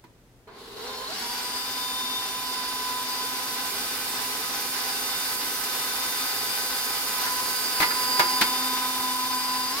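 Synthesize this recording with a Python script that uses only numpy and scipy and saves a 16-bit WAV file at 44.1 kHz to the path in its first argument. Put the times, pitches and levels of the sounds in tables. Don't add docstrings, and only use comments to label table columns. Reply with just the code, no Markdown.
import sys
import numpy as np
from scipy import signal
from scipy.fft import rfft, irfft
from scipy.io import wavfile

SR = 44100
rng = np.random.default_rng(int(sys.argv[2]) if len(sys.argv) > 2 else 0)


def generate_wav(sig):
    pcm = np.round(np.clip(np.atleast_2d(sig).T, -1, 1) * 32767).astype(np.int16)
    wavfile.write(sys.argv[1], SR, pcm)


N = 432180
T = np.arange(N) / SR
HZ = np.maximum(np.arange(N // 2 + 1) * SR / N, 1)
LEFT_RIGHT = np.array([[1], [-1]])

# time in seconds, nominal speed asked for in motor turns per second.
LEVER = [(0.47, 82), (0.758, 105), (1.066, 200.65), (9.715, 255)]


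def from_db(db):
    return np.exp(np.asarray(db) * (np.log(10) / 20))


def rms_one(x):
    return x / np.sqrt(np.mean(np.abs(x) ** 2) + 1e-20)


def in_time(rows):
    s, *columns = np.transpose(rows)
    return [np.interp(T, s, c) for c in columns]


def over_hz(points):
    hz, value = np.transpose(points)
    return np.interp(np.log(HZ), np.log(hz), value)


def colour(points):
    outside = np.minimum(1, np.minimum(HZ / points[0][0], points[-1][0] / HZ))
    return from_db(over_hz(points)) * outside ** 4


def drift(corner_hz):
    pole = np.exp(-80 * np.pi * corner_hz / SR)
    noise = rng.standard_normal(N // 40 + 2002)
    slow = signal.lfilter([1], [1, -2 * pole, pole * pole], noise)[2000:]
    return np.interp(np.arange(N) / 40, np.arange(len(slow)), rms_one(slow))


def stereo(pair, gain):
    # frequency in Hz, correlation from 0 to 1.
    likeness = [(40, .85), (130, .96), (450, .92), (800, .65), (1300, .35), (2200, 0), (15000, 0)]
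    alike = np.clip(over_hz(likeness), -.99, .99)
    mid, side = rfft(pair) * gain
    return irfft(np.sqrt(1 + alike) * mid + np.sqrt(1 - alike) * side * LEFT_RIGHT, N)


def white_pair():
    return rng.standard_normal((2, N))


def still_kitchen(floor_db=-57):
    # frequency in Hz, relative level in dB per Hz.
    floor_tint = [(12, -39), (20, -9), (27, -1), (54, 0.5), (89, -8), (124, 1.5), (147, -7), (263, -6.5),
                  (511, -11.5), (940, -17.5), (15000, -32)]
    # frequency in Hz, rms level in dB.
    mains = [(60, -84), (120, -67.5)]
    floor = from_db(floor_db) * rms_one(stereo(white_pair(), colour(floor_tint)))
    hum = sum(from_db(db) * np.sqrt(2) * np.sin(2 * np.pi * hz * T) for hz, db in mains)
    return floor + hum


def kitchen_tail(x, wall_hz=4000, t60_s=0.26, size=22050):
    t = T[:size]
    tail = rng.standard_normal((2, size)) * from_db(-60 * t / t60_s) * (t > .006)
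    tail = signal.lfilter(*signal.butter(1, wall_hz, fs=SR), tail)
    return signal.fftconvolve(x, rms_one(tail) / np.sqrt(size), axes=1)[:, :N]


def contacts(rebound_s=.006, rebound_db=-4):
    # start in seconds, level in dB,
    # body thump in dB relative to the contact, lowpass corner of the contact in Hz.
    lever_clicks = [(.039, -50, -3, 650), (.477, -54, -16, 950)]
    # start in seconds, level in dB,
    # body thump in dB relative to the contact, lowpass corner of the contact in Hz.
    guard_knocks = [(7.262, -29, -23, 2000), (7.801, -19.5, -6.5, 2400), (7.819, -19.5, -20, 2100),
                    (7.832, -22.5, -31, 2420), (7.905, -28, -20, 1700), (8.194, -14.5, -34, 1200),
                    (8.412, -14, -15, 4270), (8.767, -31, -20, 3000), (8.998, -33.5, -11, 2200)]
    hits = []
    for s, db, thump_db, bright_hz in lever_clicks + guard_knocks:
        hits.append((s, db, thump_db, bright_hz))
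        hits.append((s + rebound_s, db + rebound_db, thump_db, bright_hz))
    return hits


def guard_clack():
    # centre in Hz, width in Hz, relative level in dB.
    guard = [(350, 45, -20), (690, 90, -18.5), (922, 82, 5.5), (1150, 120, -10), (1430, 130, -0.5),
             (1650, 220, -4), (2140, 290, 0.5), (2400, 700, -2), (3600, 1500, -8), (4470, 1200, 1.5),
             (7500, 6800, -21)]
    power = sum(from_db(2 * db) / (1 + (2 * (HZ - hz) / width) ** 2) for hz, width, db in guard)
    radiated = np.sqrt(power) / np.sqrt(1 + (250 / HZ) ** 4)
    return stereo(white_pair(), radiated)


def bowl_ring(t, bright_hz, mode_focus_db=10.0):
    # frequency in Hz,
    # level in dB relative to the contact before the blow's emphasis, time to fall 60 dB in seconds.
    bowl = [(347, -14, 0.49), (850, -18, 0.06), (971, -3, 0.13), (1215, -13, .14), (1424, -6.5, 0.06),
            (1720, -12, 0.14), (2016, -10, 0.12), (2136, -18.5, 0.17), (2510, -33, .12)]
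    ring = 0
    for hz, mode_db, t60_s in bowl:
        lag_s = rng.normal(0, 0.00018, (2, 1))
        excited_db = mode_db + mode_focus_db * (.8 - abs(np.log2(hz / bright_hz))) + rng.normal(0, 2.1)
        ring = ring + from_db(excited_db - 60 * t / t60_s) * np.sin(2 * np.pi * hz * (t - lag_s))
    return ring


def knocks(rise_s=0.0011, knock_t60_s=0.1, snap_db=-2, snap_t60_s=0.037, size=11025):
    # frequency in Hz, relative level in dB per Hz.
    thump_tint = [(40, -20), (80, -12), (150, -1), (240, 8), (350, 5.5), (700, -8), (1500, -50)]
    out = np.zeros((2, N + size))
    t = T[:size]
    clack = guard_clack()
    thump = rms_one(stereo(white_pair(), colour(thump_tint)))
    for k, (s, db, thump_db, bright_hz) in enumerate(contacts()):
        at = int(s * SR)
        own = slice(k * size, (k + 1) * size)
        contact = rms_one(signal.lfilter(*signal.butter(1, bright_hz, fs=SR), clack[:, own]))
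        blow = from_db(-60 * t / knock_t60_s) * (contact + from_db(thump_db) * thump[:, own])
        blow = blow + bowl_ring(t, bright_hz)
        snap = from_db(1.06 * db + snap_db - 60 * t / snap_t60_s) * rng.standard_normal((2, size))
        out[:, at:at + size] += from_db(db) * (1 - np.exp(-t / rise_s)) * blow + snap
    return out[:, :N]


def motor_speed(kick=62, ramp_share=.62, ramp_s=.12, settle_s=.14):
    speed, before = kick, kick
    for s, setting in LEVER:
        since = np.maximum(T - s, 0)
        ramp = ramp_share * np.minimum(since / ramp_s, 1)
        settling = (1 - ramp_share) * (1 - np.exp(-since / settle_s))
        speed = speed + (setting - before) * (ramp + settling)
        before = setting
    return speed


def at_speed(speed):
    # speed in turns per second, then relative levels in dB of housing rumble, churning cream,
    # brush whirr, air hiss, gear tones, motor tones, singing tones.
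    effort = [(62, -3, -51, -71, -86, -8, -25, -34), (79.4, -0.5, -51, -50.5, -56, -23, -24, -28),
              (84, 8, -42.5, -43, -51, -9, -13.5, -28), (104, 1, -41.5, -42, -46, -0.5, -5.5, -30),
              (169, 6, -40, -35, -43, 5, 0.5, 2), (200.4, 0.5, -40, -36, -38, 0.5, 0.5, 1),
              (229, 8, -36, -31.5, -36.5, 6, -8, -15)]
    steps, *columns = np.transpose(effort)
    return [np.interp(speed, steps, c) for c in columns]


def nearness():
    # time in seconds, nearness as hiss level in dB (only its change is used).
    hiss_near = [(1.45, -37.0), (2.77, -36.5), (3.61, -34.0), (5.89, -31.5), (8.29, -30.5), (8.53, -31),
                 (9.69, -34)]
    db, = in_time(hiss_near)
    return db - db[0]


def friction(turns, repeat_share, size=440):
    share = np.clip(repeat_share, 0, .9)
    track = np.linspace(0, 2, size + 1)
    worn = [np.interp(turns % 2, track, rng.standard_normal(size + 1)) for side in range(2)]
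    return np.sqrt(share) * rms_one(np.array(worn)) + np.sqrt(1 - share) * white_pair()


def spatter(per_s, spread_db):
    sizes = from_db(spread_db * np.minimum(rng.exponential(1, (2, N)), 4))
    signs = rng.choice([-1, 1], (2, N))
    return rms_one(sizes * signs * (rng.random((2, N)) < per_s / SR))


def counter_echo(x, share=0.26, lag_s=0.000696, sway=0.14):
    late = T - lag_s * np.exp(sway * drift(0.28))
    echo = np.array([np.interp(late, T, side) for side in x])
    return (x + share * echo) / np.sqrt(1 + share ** 2)


def housing_rumble(turns, effort_db):
    # frequency in Hz, relative level in dB per Hz.
    rumble_tint = [(50, -11), (120, -11.5), (200, -5), (260, 3), (330, -2), (430, 5), (490, -0.5),
                   (560, -10.5), (640, -2), (760, -17)]
    # time in seconds, rumble level in dB before the motor's effort is added.
    rumble_level = [(1.5, -49.5), (3.9, -46.5), (7.3, -47), (8.3, -44), (9.1, -50)]
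    level_db = effort_db + in_time(rumble_level)[0] + 1.08 * drift(21)
    return from_db(level_db) * rms_one(stereo(friction(turns, 0.033), colour(rumble_tint)))


def cream_churn(turns, level_db, drops):
    # frequency in Hz, relative level in dB per Hz.
    churn_tint = [(520, -30), (640, -6.5), (810, 4), (920, -2), (1040, 3.5), (1200, -2), (1550, 2.5),
                  (1850, -2), (2050, 1), (2500, -5), (3100, -19.5)]
    return from_db(level_db) * rms_one(stereo(friction(turns, 0.11) + drops, colour(churn_tint)))


def brush_whirr(turns, level_db, drops):
    # frequency in Hz, relative level in dB per Hz.
    whirr_tint = [(2100, -23), (2650, -2), (2900, 0.5), (3300, -2.5), (4000, 1), (4600, 2), (5100, 3.5),
                  (5600, -1), (6300, -8), (7500, -14)]
    return from_db(level_db) * rms_one(stereo(friction(turns, 0.08) + 0.3 * drops, colour(whirr_tint)))


def air_hiss(turns, level_db):
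    # frequency in Hz, relative level in dB per Hz.
    hiss_tint = [(5500, -39), (6500, -3), (7500, -3.5), (9000, -4), (10000, -0.5), (10900, 2),
                 (11700, -4.5), (13000, 1.5), (14300, -1), (15700, -5.5)]
    # time in seconds, added left-minus-right level in dB.
    hiss_pan = [(0, 5), (5.5, -1), (7.2, -1), (9.8, 1)]
    pan_db = in_time(hiss_pan)[0] * LEFT_RIGHT / 2
    gain = from_db(level_db + pan_db + 0.69 * drift(25))
    return counter_echo(gain * rms_one(stereo(friction(turns, 0.12), colour(hiss_tint))))


def mixing(turns, speed, orbit_db=-0.13, lash_db=0.9, brush_db=0.5, turns_per_orbit=72, spatter_db=-5):
    rumble_db, churn_db, whirr_db, hiss_db, *_ = at_speed(speed)
    near_db = nearness()
    orbit = orbit_db * np.sin(2 * np.pi * turns / turns_per_orbit)
    lash = lash_db * drift(17.6)
    brushes = brush_db * np.sin(2 * np.pi * turns)
    drops = from_db(spatter_db) * spatter(5 * speed, spread_db=1.5)
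    rumble = housing_rumble(turns, rumble_db)
    churn = cream_churn(turns, churn_db + 0.61 * near_db + orbit + lash, drops)
    whirr = brush_whirr(turns, whirr_db + 0.49 * near_db + orbit + 0.85 * lash + brushes, drops)
    hiss = air_hiss(turns, hiss_db + near_db + 0.54 * brushes)
    return rumble + churn + whirr + hiss


def labour(noise, speed, full_speed=185):
    # frequency in Hz, gain in dB.
    labouring = [(170, -8), (250, 0), (320, -7), (430, 6), (600, -5), (780, -1), (970, 4), (1500, -2),
                 (2400, -3), (3000, 0), (4100, 4), (5200, -6.5), (7000, 1), (15000, 0.5)]
    slow = np.clip((full_speed - speed) / 70, 0, 1)
    hollow = irfft(rfft(noise) * from_db(over_hz(labouring)), N)
    return (1 - slow) * noise + slow * hollow


def through(case, orders, speed):
    hz, db = np.transpose(case)
    return [(order, np.interp(order * speed, hz, db)) for order in orders]


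def placed(curve):
    db, side_db = in_time(curve)
    sides = from_db(side_db * LEFT_RIGHT / 2)
    return db + 20 * np.log10(sides / np.sqrt(np.mean(sides ** 2, axis=0)))


def tones(turns, family, rough, flutter_hz, wander, governed_hz=200.6, fade_db=0.82, fade_hz=1.6):
    out = np.zeros((2, N))
    cogging = np.clip(abs(np.gradient(turns) * SR - governed_hz) / 25, 0, 1.2)
    depth = rough + 0.16 * cogging
    for order, db in family:
        flutter = drift(flutter_hz)
        size = from_db(db + fade_db * drift(fade_hz)) * np.sqrt(2)
        size = size * (1 + depth * flutter) / np.sqrt(1 + depth ** 2)
        cycles = order * turns + rng.random()
        jitter = (0.86 * rough + cogging) * flutter[::-1]
        phase = 2 * np.pi * (cycles - np.floor(cycles)) + jitter
        apart = wander * (1 + 0.15 * drift(6.8))
        out += size * np.sin(np.float32([phase + apart, phase - apart]))
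    return out


def bearing_drone(turns, singing_db):
    # cycles per motor turn, relative level in dB.
    bearing = [(1.2832, -0.5), (1.79, -16), (3.8501, -4), (5.134, 0)]
    # time in seconds, relative level in dB.
    drone_level = [(1.45, -54.5), (1.93, -52), (7.69, -57.5), (8.41, -44), (9.69, -45.0)]
    gain = from_db(singing_db + 0.3 + in_time(drone_level)[0])
    return gain * tones(turns, bearing, rough=0.21, flutter_hz=13, wander=0.18)


def gear_mesh(turns, speed, gears_db):
    # frequency in Hz, relative level in dB.
    gear_case = [(200, -14), (340, -9), (420, 8), (460, 9), (540, -12), (660, 2), (780, -1), (870, -11),
                 (960, 1), (1050, 1), (1130, -8), (1250, -19), (1560, -12), (2000, -21), (3000, -30)]
    # time in seconds, relative level in dB, added left-minus-right level in dB.
    mesh_level = [(1.45, -44, -7), (3.01, -38.5, -0.5), (3.61, -43, -13), (3.97, -65, -7.0),
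                  (4.09, -45, -12), (4.93, -46.5, -18), (5.05, -55.5, 9.0), (5.29, -46, 7), (6.25, -50, 0),
                  (7.09, -48, -3), (7.33, -35.5, 2), (7.69, -45, 12), (7.81, -36, -0.5), (9.69, -37, 0.5)]
    teeth = through(gear_case, [5, 10, 15], speed)
    gain = from_db(gears_db + 1.5 + placed(mesh_level))
    return gain * tones(turns, teeth, rough=0.2, flutter_hz=12, wander=0.31)


def mesh_sidebands(turns, motor_db):
    # cycles per motor turn, relative level in dB.
    sidebands = [(2.567, -9), (6.2835, -2), (7.567, -1.5), (9.915, -7), (11.39, -13.5)]
    gain = from_db(motor_db - 51 + 1.33 * nearness())
    return gain * tones(turns, sidebands, rough=0.34, flutter_hz=24.0, wander=0.52)


def singing_orders(turns, singing_db):
    # time in seconds, relative level in dB, added left-minus-right level in dB.
    order_18_level = [(1.45, -54, -5), (2.17, -39.5, 3), (2.29, -48.5, -4), (4.81, -53, -7),
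                      (5.17, -45, -1.5), (5.41, -55.0, 0.5), (6.13, -49.5, 10), (7.45, -53.5, -3.5),
                      (8.29, -57, 1.0), (8.41, -42, -3), (9.69, -51, -3)]
    order_24_level = [(1.45, -48, 6), (1.57, -42, 9.0), (1.69, -47, 11), (2.41, -53, -3.0),
                      (2.53, -44.5, -17), (3.01, -53, -3), (3.13, -42.5, 9), (3.49, -52.5, -4.5),
                      (3.85, -51.5, -3), (4.09, -53, -3), (5.41, -46.5, -8), (5.53, -57, -7),
                      (6.49, -42.5, 4), (7.09, -48.5, -4.5), (8.17, -36, -6), (8.77, -47, 5),
                      (9.69, -42.5, 2)]
    gain_18 = from_db(singing_db + 4 + placed(order_18_level))
    gain_24 = from_db(singing_db + 7 + placed(order_24_level))
    out = gain_18 * tones(turns, [(18, 3)], rough=0.1, flutter_hz=15.0, wander=1.1)
    return out + gain_24 * tones(turns, [(24, 0)], rough=0.16, flutter_hz=29.1, wander=0.74)


def fan_and_commutator(turns, speed, motor_db):
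    # frequency in Hz, relative level in dB.
    motor_case = [(1500, -12), (2400, -2), (3000, 7), (3700, 9), (4400, 13), (5000, 5), (5300, 8),
                  (5600, 6), (6050, 1), (7200, -1.5), (7700, -1), (8400, 1.5), (9100, -8), (9650, 1.5),
                  (10850, -1), (13300, 0)]
    slots = through(motor_case, [12, 30, 36, 42, 48, 54, 60, 66], speed)
    gain = from_db(motor_db - 51.5 + 0.68 * nearness())
    return gain * tones(turns, slots, rough=0.38, flutter_hz=24.9, wander=0.86)


def motor_whine(turns, speed):
    *_, gears_db, motor_db, singing_db = at_speed(speed)
    out = bearing_drone(turns, singing_db)
    out += gear_mesh(turns, speed, gears_db)
    out += mesh_sidebands(turns, motor_db)
    out += singing_orders(turns, singing_db)
    return out + fan_and_commutator(turns, speed, motor_db)


def scene(load_wobble=0.001606, room_db=-14):
    speed = motor_speed() * (1 + load_wobble * drift(6.9))
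    turns = np.cumsum(speed) / SR
    running = np.clip((T - LEVER[0][0]) / 0.0047, 0, 1)
    mixer = running * (motor_whine(turns, speed) + labour(mixing(turns, speed), speed))
    hits = knocks()
    return still_kitchen() + hits + from_db(room_db) * kitchen_tail(hits) + mixer


def record(dry, cutoff_hz=15850):
    # frequency in Hz, left-minus-right level in dB.
    tilt = [(100, 2), (600, 0), (1000, -1), (1600, -4.5), (2050, 0), (2600, 4.5), (3000, 5), (4000, 0),
            (5600, 0.5), (7500, 2.5), (9000, 0), (10000, -7), (11700, -9.5), (14000, -15)]
    sides = from_db(over_hz(tilt) * LEFT_RIGHT / 2)
    sides = sides / np.sqrt(np.mean(sides ** 2, axis=0))
    top = 1 / np.sqrt(1 + (HZ / cutoff_hz) ** 400)
    return irfft(rfft(dry) * sides * top, N)


dry = scene()
out = record(dry)
generate_wav(out)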